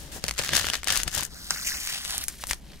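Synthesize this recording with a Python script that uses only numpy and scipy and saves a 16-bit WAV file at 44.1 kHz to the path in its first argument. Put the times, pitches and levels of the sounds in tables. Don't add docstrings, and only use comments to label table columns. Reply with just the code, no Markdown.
import sys
import numpy as np
from scipy import signal
from scipy.fft import rfft, irfft, next_fast_len
from scipy.io import wavfile
from scipy.ndimage import uniform_filter1d, map_coordinates

SR = 44100
rng = np.random.default_rng(int(sys.argv[2]) if len(sys.argv) > 2 else 0)


def inscribe(sig):
    pcm = np.round(np.clip(np.atleast_2d(sig).T, -1, 1) * 32767)
    wavfile.write(sys.argv[1], SR, pcm.astype(np.int16))


N = 123479
TIME = np.arange(N) / SR
SIZE = next_fast_len(N + 8192, True)
HZ = np.fft.rfftfreq(SIZE, 1 / SR)
PULL_START_S, HOLLOW_WIDTH_HZ = 1.3, 940
PEEL_LAG_MS = 0.045

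# (time [s], hollow resonance [Hz], slit resonance [Hz], ring strength [dB])
GAP = [(1.3, 1540, 5600, -8), (1.51, 1590, 5300, -17), (1.59, 1620, 5730, -7), (1.68, 1810, 5570, -5.5),
       (1.86, 1960, 7000, -16), (2.02, 1770, 7440, -17), (2.16, 1750, 9400, -19), (2.3, 1860, 8400, -17)]


def amp(db):
    return 10 ** (np.asarray(db) / 20)


def unit(x):
    return x / np.sqrt(np.mean(x ** 2) + 1e-20)


def read(points, hz):
    f, value = np.transpose(points)
    return np.interp(np.log(hz + 1), np.log(f), value)


def curves(table):
    times, *columns = np.transpose(table)
    return [np.interp(TIME, times, column) for column in columns]


def add(mix, s, sound):
    part = mix[:, max(round(s * SR), 0):][:, :sound.shape[-1]]
    part += sound[..., :part.shape[1]]


def sides(pan_db):
    return unit(amp(np.array([[pan_db], [-pan_db]]) / 2))


def mic_delays(lag_ms, hz):
    return np.exp(1j * np.pi * hz * np.array([[lag_ms], [-lag_ms]]) / 1000)


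def colour(x, points):
    log_gain = np.log(amp(read(points, abs(np.fft.fftfreq(4096, 1 / SR)))))
    taps = np.fft.ifft(np.exp(np.conj(signal.hilbert(log_gain)))).real[:2048]
    return signal.oaconvolve(x, taps[None], axes=1)[:, :N]


def resonate(x, hz, width_hz, passes=1):
    turn = np.exp(2j * np.pi * np.cumsum(hz) / SR)
    pole = np.exp(-np.pi * width_hz / SR)
    for _ in range(passes):
        x = 2 * (turn * signal.lfilter([1 - pole], [1, -pole], x / turn)).real
    return x


def noise(likeness):
    a, b = rng.standard_normal((2, N))
    return np.array([a, likeness * a + np.sqrt(1 - likeness ** 2) * b])


def flutter(rate_hz):
    return unit(irfft(rfft(rng.standard_normal(N), SIZE) * np.exp(-(HZ / rate_hz) ** 2), SIZE)[:N])


def steady(x, window_s):
    power = uniform_filter1d((x ** 2).mean(0), int(window_s * SR))
    return x / np.sqrt(abs(uniform_filter1d(power, 200)) + 1e-3 * power.mean())


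def swell(x, mids_db, treble_db, window_s):
    mids = irfft(rfft(x, SIZE) / (1 + (HZ / 5500) ** 8), SIZE)[:, :N]
    return steady(mids, window_s) * amp(mids_db) + steady(x - mids, window_s) * amp(treble_db)


def scattered(size):
    t, hz = np.arange(400) / SR, np.fft.rfftfreq(size, 1 / SR)
    envelope = np.exp(-t / 0.0017) * (1 - np.exp(-t / 0.000077))
    a, b = rfft(unit(rng.standard_normal((2, len(t))) * envelope) / np.sqrt(len(t)), size)
    likeness = 1 / (1 + (hz / 1940) ** 4)
    return np.array([a, likeness * a + np.sqrt(1 - likeness ** 2) * b])


def crackle(per_s, spread_db, q, lag_ms, scatter_ms, scatter_db, families=16):
    spectrum = 0
    for centre_hz in np.geomspace(1200, 14000, families):
        chance, size, sign = rng.random((3, N))
        strength = amp(spread_db * np.minimum(-np.log(size + 1e-9), 4.5))
        clicks = (chance < per_s / families / SR) * strength * np.sign(sign - .5)
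        direct = mic_delays(lag_ms + scatter_ms * rng.standard_normal(), HZ)
        path = direct + amp(scatter_db) * scattered(SIZE)
        spectrum += rfft(clicks, SIZE) * band(HZ, centre_hz, q) * path
    return irfft(spectrum, SIZE)[:, :N]


def band(hz, centre_hz, q):
    s = 1j * hz / centre_hz
    return s / q / (1 + s / q + s * s)


def pull_lag_ms(s):
    return -.14 * np.interp(s, [1.8, 2.2, 2.3], [1, .75, .15])


def knocks(table, rise_cycles, pan_db):
    out, t = np.zeros((2, N)), np.arange(SR // 2) / SR
    for s, hz, t60, db in table:
        envelope = amp(db - 60 * t / t60) * (1 - np.exp(-t * hz / rise_cycles))
        add(out, s, sides(pan_db) * envelope * np.sin(2 * np.pi * hz * t))
    return out


def background():
    # (frequency [Hz], relative level [dB])
    floor = [(15, -7.5), (27, -4.5), (38, -8.5), (55, 1.5), (75, -7), (100, -28.5), (160, -14.5),
             (300, -23), (700, -38), (2000, -36), (7000, -45.5), (15500, -53)]
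    tone = irfft(rfft(noise(likeness=0.66), SIZE) * amp(read(floor, HZ)), SIZE)[:, :N]
    return amp(-46.5) * sides(pan_db=2) * unit(tone)


def room(x):
    # (frequency [Hz], t60 [s])
    decay = [(200, 0.22), (2000, 0.17), (7000, 0.14), (15000, 0.089)]
    hz, t, spectra = signal.stft(rng.standard_normal((2, SR // 3)), SR, nperseg=256)
    tail = signal.istft(spectra * amp(-60 * t / read(decay, hz)[:, None]), SR, nperseg=256)[1]
    tail *= np.minimum(np.arange(tail.shape[1]) / SR / 0.0036, 1)
    return signal.fftconvolve(x, tail / np.linalg.norm(tail[0]), axes=1)[:, :N]


def bumps():
    # (time [s], pitch [Hz], t60 [s], level [dB])
    jolts = [(.24, 168, 0.02, -17), (.395, 140, 0.045, -26), (.532, 116, 0.067, -28), (.64, 80, 0.3, -35),
             (.97, 37.4, 0.4, -29.5), (1.061, 70.5, 0.076, -24), (1.224, 167, 0.02, -25),
             (2.505, 40, 0.17, -28)]
    return knocks(jolts, rise_cycles=0.33, pan_db=11)


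def pops():
    # (time [s], pitch [Hz], t60 [s], level [dB])
    modes = [(.162, 436, 0.034, -34), (.2402, 544, 0.012, -20), (.2402, 800, 0.0069, -17),
             (.3945, 523, 0.025, -22.5), (.5342, 2950, 0.0076, -16), (.7005, 3000, 0.0042, -9),
             (1.173, 850, 0.013, -23.5), (1.197, 1020, 0.013, -23.5), (1.2256, 960, 0.0043, -16.5),
             (1.5073, 1430, 0.0067, -12), (2.124, 1010, 0.012, -27.5), (2.143, 810, 0.014, -26.5),
             (2.4374, 940, 0.005, -19.5), (2.4377, 1380, 0.0072, -18), (2.511, 1970, 0.0021, -1)]
    return knocks(modes, rise_cycles=0.43, pan_db=1.5)


def squelches():
    # (time [s], level going into the hollow [dB])
    pockets = [(1.511, -14.5), (1.52, -26), (1.560, -19), (1.572, -21), (1.704, -20.5), (1.719, -19),
               (1.745, -19.5)]
    hollow_hz = curves(GAP)[0]
    bursts = sum(amp(db) * (TIME >= s) * np.exp(-abs(TIME - s) / 0.0044) for s, db in pockets)
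    return resonate(noise(likeness=0.89) * bursts, hollow_hz, HOLLOW_WIDTH_HZ, passes=2)


def segments():
    # (time [s], mids [dB], treble [dB], low body [dB])
    parting = [(1.3, -59, -56, -65), (1.325, -49.5, -50, -45.5), (1.44, -48, -45, -54),
               (1.495, -43.5, -43, -51), (1.515, -38.5, -38, -41), (1.59, -40.5, -38.5, -56),
               (1.658, -39, -35, -47), (1.671, -31, -26, -47.5), (1.69, -35.5, -31, -56),
               (1.74, -36.5, -35.5, -49), (1.79, -40, -37, -48), (1.88, -37, -35.5, -62),
               (1.94, -33, -36.5, -48), (2.02, -40.5, -41.5, -61), (2.07, -38.5, -38.5, -48.5),
               (2.13, -34, -34.5, -58), (2.2, -39.5, -40.5, -42), (2.235, -38.5, -36.5, -58),
               (2.26, -63, -48, -53), (2.3, -49.5, -47, -53), (2.38, -56, -52, -52.5),
               (2.425, -44, -41.5, -52), (2.455, -55, -53, -56), (2.48, -51, -39, -47),
               (2.503, -33, -31.5, -41.5), (2.535, -45, -47, -46), (2.56, -75, -55, -57),
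               (2.62, -64, -66, -50), (2.69, -56, -60, -50), (2.735, -52, -59, -44),
               (2.79, -60.5, -60, -60)]
    # (frequency [Hz], gain [dB])
    juice = [(200, -21), (700, -2), (1200, -4), (2200, -5), (3200, 5.5), (4500, 4.5), (7500, -2.5),
             (11000, -1), (15500, -6.5)]
    # (frequency [Hz], gain [dB])
    gloves = [(40, -7), (90, 3.5), (180, 3.5), (300, -3), (450, -7.5), (800, -8.5), (1300, -21),
              (3000, -81)]
    mids_db, treble_db, body_db = curves(parting)
    hollow_hz, slit_hz, ring_db = curves(GAP)
    films = crackle(per_s=5000, spread_db=3, q=1.06, lag_ms=0, scatter_ms=.01, scatter_db=-4.5)
    films = colour(films, juice)
    shift = pull_lag_ms(TIME) / 2000 * SR
    films = np.array([map_coordinates(side, [np.arange(N) + way * shift], order=5)
                      for side, way in zip(films, (1, -1))])
    spurts_db, surge_db = 3 * flutter(rate_hz=45), 1.2 * flutter(rate_hz=140)
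    hollow_hz, slit_hz = np.array([hollow_hz, slit_hz]) * np.exp(.1 * flutter(rate_hz=70))
    hollow = amp(17.5 + spurts_db) * resonate(films, hollow_hz, HOLLOW_WIDTH_HZ, passes=2)
    slit = amp(4) * resonate(films, slit_hz, width_hz=3000, passes=2)
    shut = np.minimum(2 * amp(ring_db), 1)
    films = films - shut * resonate(films, np.sqrt(hollow_hz * slit_hz), width_hz=2500)
    ringing = films + amp(ring_db) * (hollow + slit)
    fizz = swell(ringing, mids_db, treble_db, window_s=0.045) * amp(surge_db)
    body = unit(colour(noise(likeness=0.54), gloves)) * amp(body_db - 4)
    fade_in = np.clip((TIME - PULL_START_S) / 0.014 + 1, 0, 1)
    return (fizz * sides(pan_db=1) + body * sides(pan_db=0.59)) * fade_in


def peel():
    # (time [s], mids [dB], treble [dB], low body [dB])
    pulls = [(0, -48, -44.5, -46.5), (0.114, -52, -54, -46), (0.119, -43.5, -42, -50),
             (0.17, -44, -39, -36), (0.215, -55, -55.5, -56), (0.25, -39.5, -45, -46),
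             (0.285, -47, -42, -43), (0.325, -54, -51, -51), (0.365, -47.5, -51, -86),
             (0.392, -29.5, -37, -40.5), (0.425, -36.5, -36.5, -42), (0.47, -33.5, -34.5, -48),
             (0.51, -35, -43.5, -40), (0.54, -26, -29.5, -35), (0.565, -22, -23, -38.5),
             (0.6, -28.5, -30, -43.5), (0.625, -34, -37.5, -43), (0.665, -32, -35, -44),
             (0.72, -39, -46, -43), (0.745, -29, -38, -56), (0.775, -42.5, -42, -51), (0.82, -53, -60, -66),
             (0.86, -44.5, -52, -46.5), (0.882, -25.5, -34, -45.5), (0.93, -28.5, -30, -40.5),
             (0.975, -32, -32.5, -47.5), (1.02, -37, -39, -49), (1.05, -56, -62, -47.5),
             (1.08, -35, -43, -35.5), (1.105, -49, -46.5, -61), (1.14, -35.5, -32.5, -44),
             (1.19, -30.5, -30.5, -37.5), (1.22, -38, -43.5, -46), (1.252, -43.5, -32, -51),
             (1.28, -55, -57, -49)]
    # (frequency [Hz], gain [dB])
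    pith = [(200, -40), (500, 3.5), (1000, -6), (1750, 6), (2300, -1), (2900, 3), (5000, 1.5), (7500, -1),
            (10000, -3.5), (15500, -9.5)]
    # (frequency [Hz], gain [dB])
    flesh = [(40, -1), (90, 5.5), (150, 5), (300, -5.5), (520, -7), (800, -9), (1300, -15.5), (3000, -46)]
    mids_db, treble_db, body_db = curves(pulls)
    fibres = crackle(per_s=2600, spread_db=4.5, q=0.67, lag_ms=PEEL_LAG_MS,
                     scatter_ms=0.086, scatter_db=1)
    tearing = np.clip((TIME - 0.19) / .01, 0, 1)
    texture = unit(fibres) * tearing + noise(likeness=0.13) * (1 - tearing)
    tear = swell(colour(texture, pith), mids_db, treble_db, window_s=0.023)
    body = unit(colour(noise(likeness=0.85), flesh)) * amp(body_db - 1)
    pan_db = np.interp(TIME, [.5, 1.1], [3, 6.5])
    place = amp(np.array([pan_db, -pan_db]) / 2 - 1.27)
    fade_out = np.clip((PULL_START_S - TIME) / 0.023, 0, 1)
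    return (tear * place + body * sides(pan_db=3.8)) * fade_out


def snaps():
    # (time [s], energy before colouring [dB], centre [Hz], left minus right [dB])
    breaks = [(0.2401, -6.5, 3300, 5), (0.2403, -0.5, 5160, 1), (0.2654, -16, 5300, 5),
              (0.2823, -0.5, 5360, 3), (0.287, -4, 3700, 1), (0.2936, -6, 4000, 9),
              (0.3103, -4.5, 3540, -2), (0.3113, -6.5, 4600, 22), (0.3384, -18, 5100, 4),
              (0.3804, -5, 4600, 21), (0.3853, -4, 5450, -11), (0.3903, 1, 4500, 16),
              (0.395, -2.5, 4030, -1), (0.4158, -9.5, 2780, -6), (0.4366, -7, 4800, 5),
              (0.448, -7, 4200, -17), (0.4915, -2.5, 3260, 0), (0.5342, 0.5, 3080, 1),
              (0.5535, 4, 5500, 12), (0.567, 5, 5230, 9), (0.5762, -6, 4900, 14), (0.6131, -4, 3880, -2),
              (0.6443, -5.5, 2170, 8), (0.668, -3.5, 4800, -3), (0.6867, -2, 3420, 10),
              (0.7002, -0.5, 4460, 0), (0.7353, -0.5, 3100, 22), (0.7416, -1.5, 3450, -2),
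              (0.7539, -1, 3480, 11), (0.8325, -10, 3020, 4), (0.8443, -6.5, 6100, 26),
              (0.8734, 1.5, 3500, 9.5), (0.8842, 0.5, 5740, 2), (0.9034, 3, 4560, 5),
              (0.9237, 1.5, 6650, -4), (0.9581, 1, 4570, 16), (0.9658, 0.5, 4420, 5), (0.9742, 5, 7200, 6),
              (1.001, -4, 3850, 1), (1.0335, 1.5, 6900, 7), (1.0787, -1, 4250, 8.5), (1.0832, -9, 6400, 17),
              (1.15, 1, 8200, 6), (1.178, -3, 7800, 9), (1.2086, -3, 7860, 12), (1.2265, -9, 3200, -9),
              (1.2328, -2.5, 8000, 21), (1.5072, 5, 5520, 3), (1.8735, -4, 4430, -2),
              (1.9036, -12.5, 4400, -3), (2.0503, -6, 4800, 37), (2.1056, -8.5, 9400, -15),
              (2.1805, 1, 9300, -1), (2.2399, -4.5, 8700, -6), (2.2831, 1.5, 7940, 10),
              (2.29, -13.5, 5800, -9), (2.4389, -7.5, 3230, 6), (2.4702, -9, 8400, 12), (2.51, -2, 5330, 6),
              (2.5121, -1.5, 6500, 28), (2.5327, -2.5, 4100, 2)]
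    # (frequency [Hz], gain [dB])
    snap_colour = [(60, 24), (200, 16.5), (600, 11.5), (1000, 7.5), (1800, 6.5), (3500, -1.5), (7000, 2),
                   (11000, 2), (15500, -6)]
    out, hz = np.zeros((2, N)), np.fft.rfftfreq(1024, 1 / SR)
    lead_s = 16 / SR
    lead = np.exp(-2j * np.pi * hz * lead_s)
    for s, energy_db, centre_hz, pan_db in breaks:
        if s < PULL_START_S:
            lag_ms, q = PEEL_LAG_MS, 1
        else:
            lag_ms, q = pull_lag_ms(s), np.interp(s, [1.5, 1.9], [4.4, 1])
        path = mic_delays(lag_ms, hz) + amp(-3.5) * scattered(1024)
        place = sides(pan_db) ** (hz / (hz + 700))
        recoil = (centre_hz - 1j * hz) / (centre_hz + 1j * hz)
        low_cut = 1j * hz / (1j * hz + 250 * (centre_hz / 4960) ** 3)
        pulse = irfft(path * place * recoil * low_cut * band(hz, centre_hz, q) * lead)
        add(out, s - lead_s, unit(pulse) / np.sqrt(pulse.shape[1]) * amp(energy_db - 0.5))
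    return colour(out, snap_colour)


def scene():
    fruit = peel() + segments() + squelches() + snaps() + pops()
    return fruit + amp(-15.5) * room(fruit) + bumps() + background()


def record(dry):
    ceiling, edge_hz = .92, 15800
    rounded = dry / (1 + (dry / ceiling) ** 6) ** (1 / 6)
    low_pass = signal.firwin(255, edge_hz, window=("kaiser", 9), fs=SR)
    return signal.oaconvolve(rounded, low_pass[None], "same", axes=1)


dry = scene()
out = record(dry)
inscribe(out)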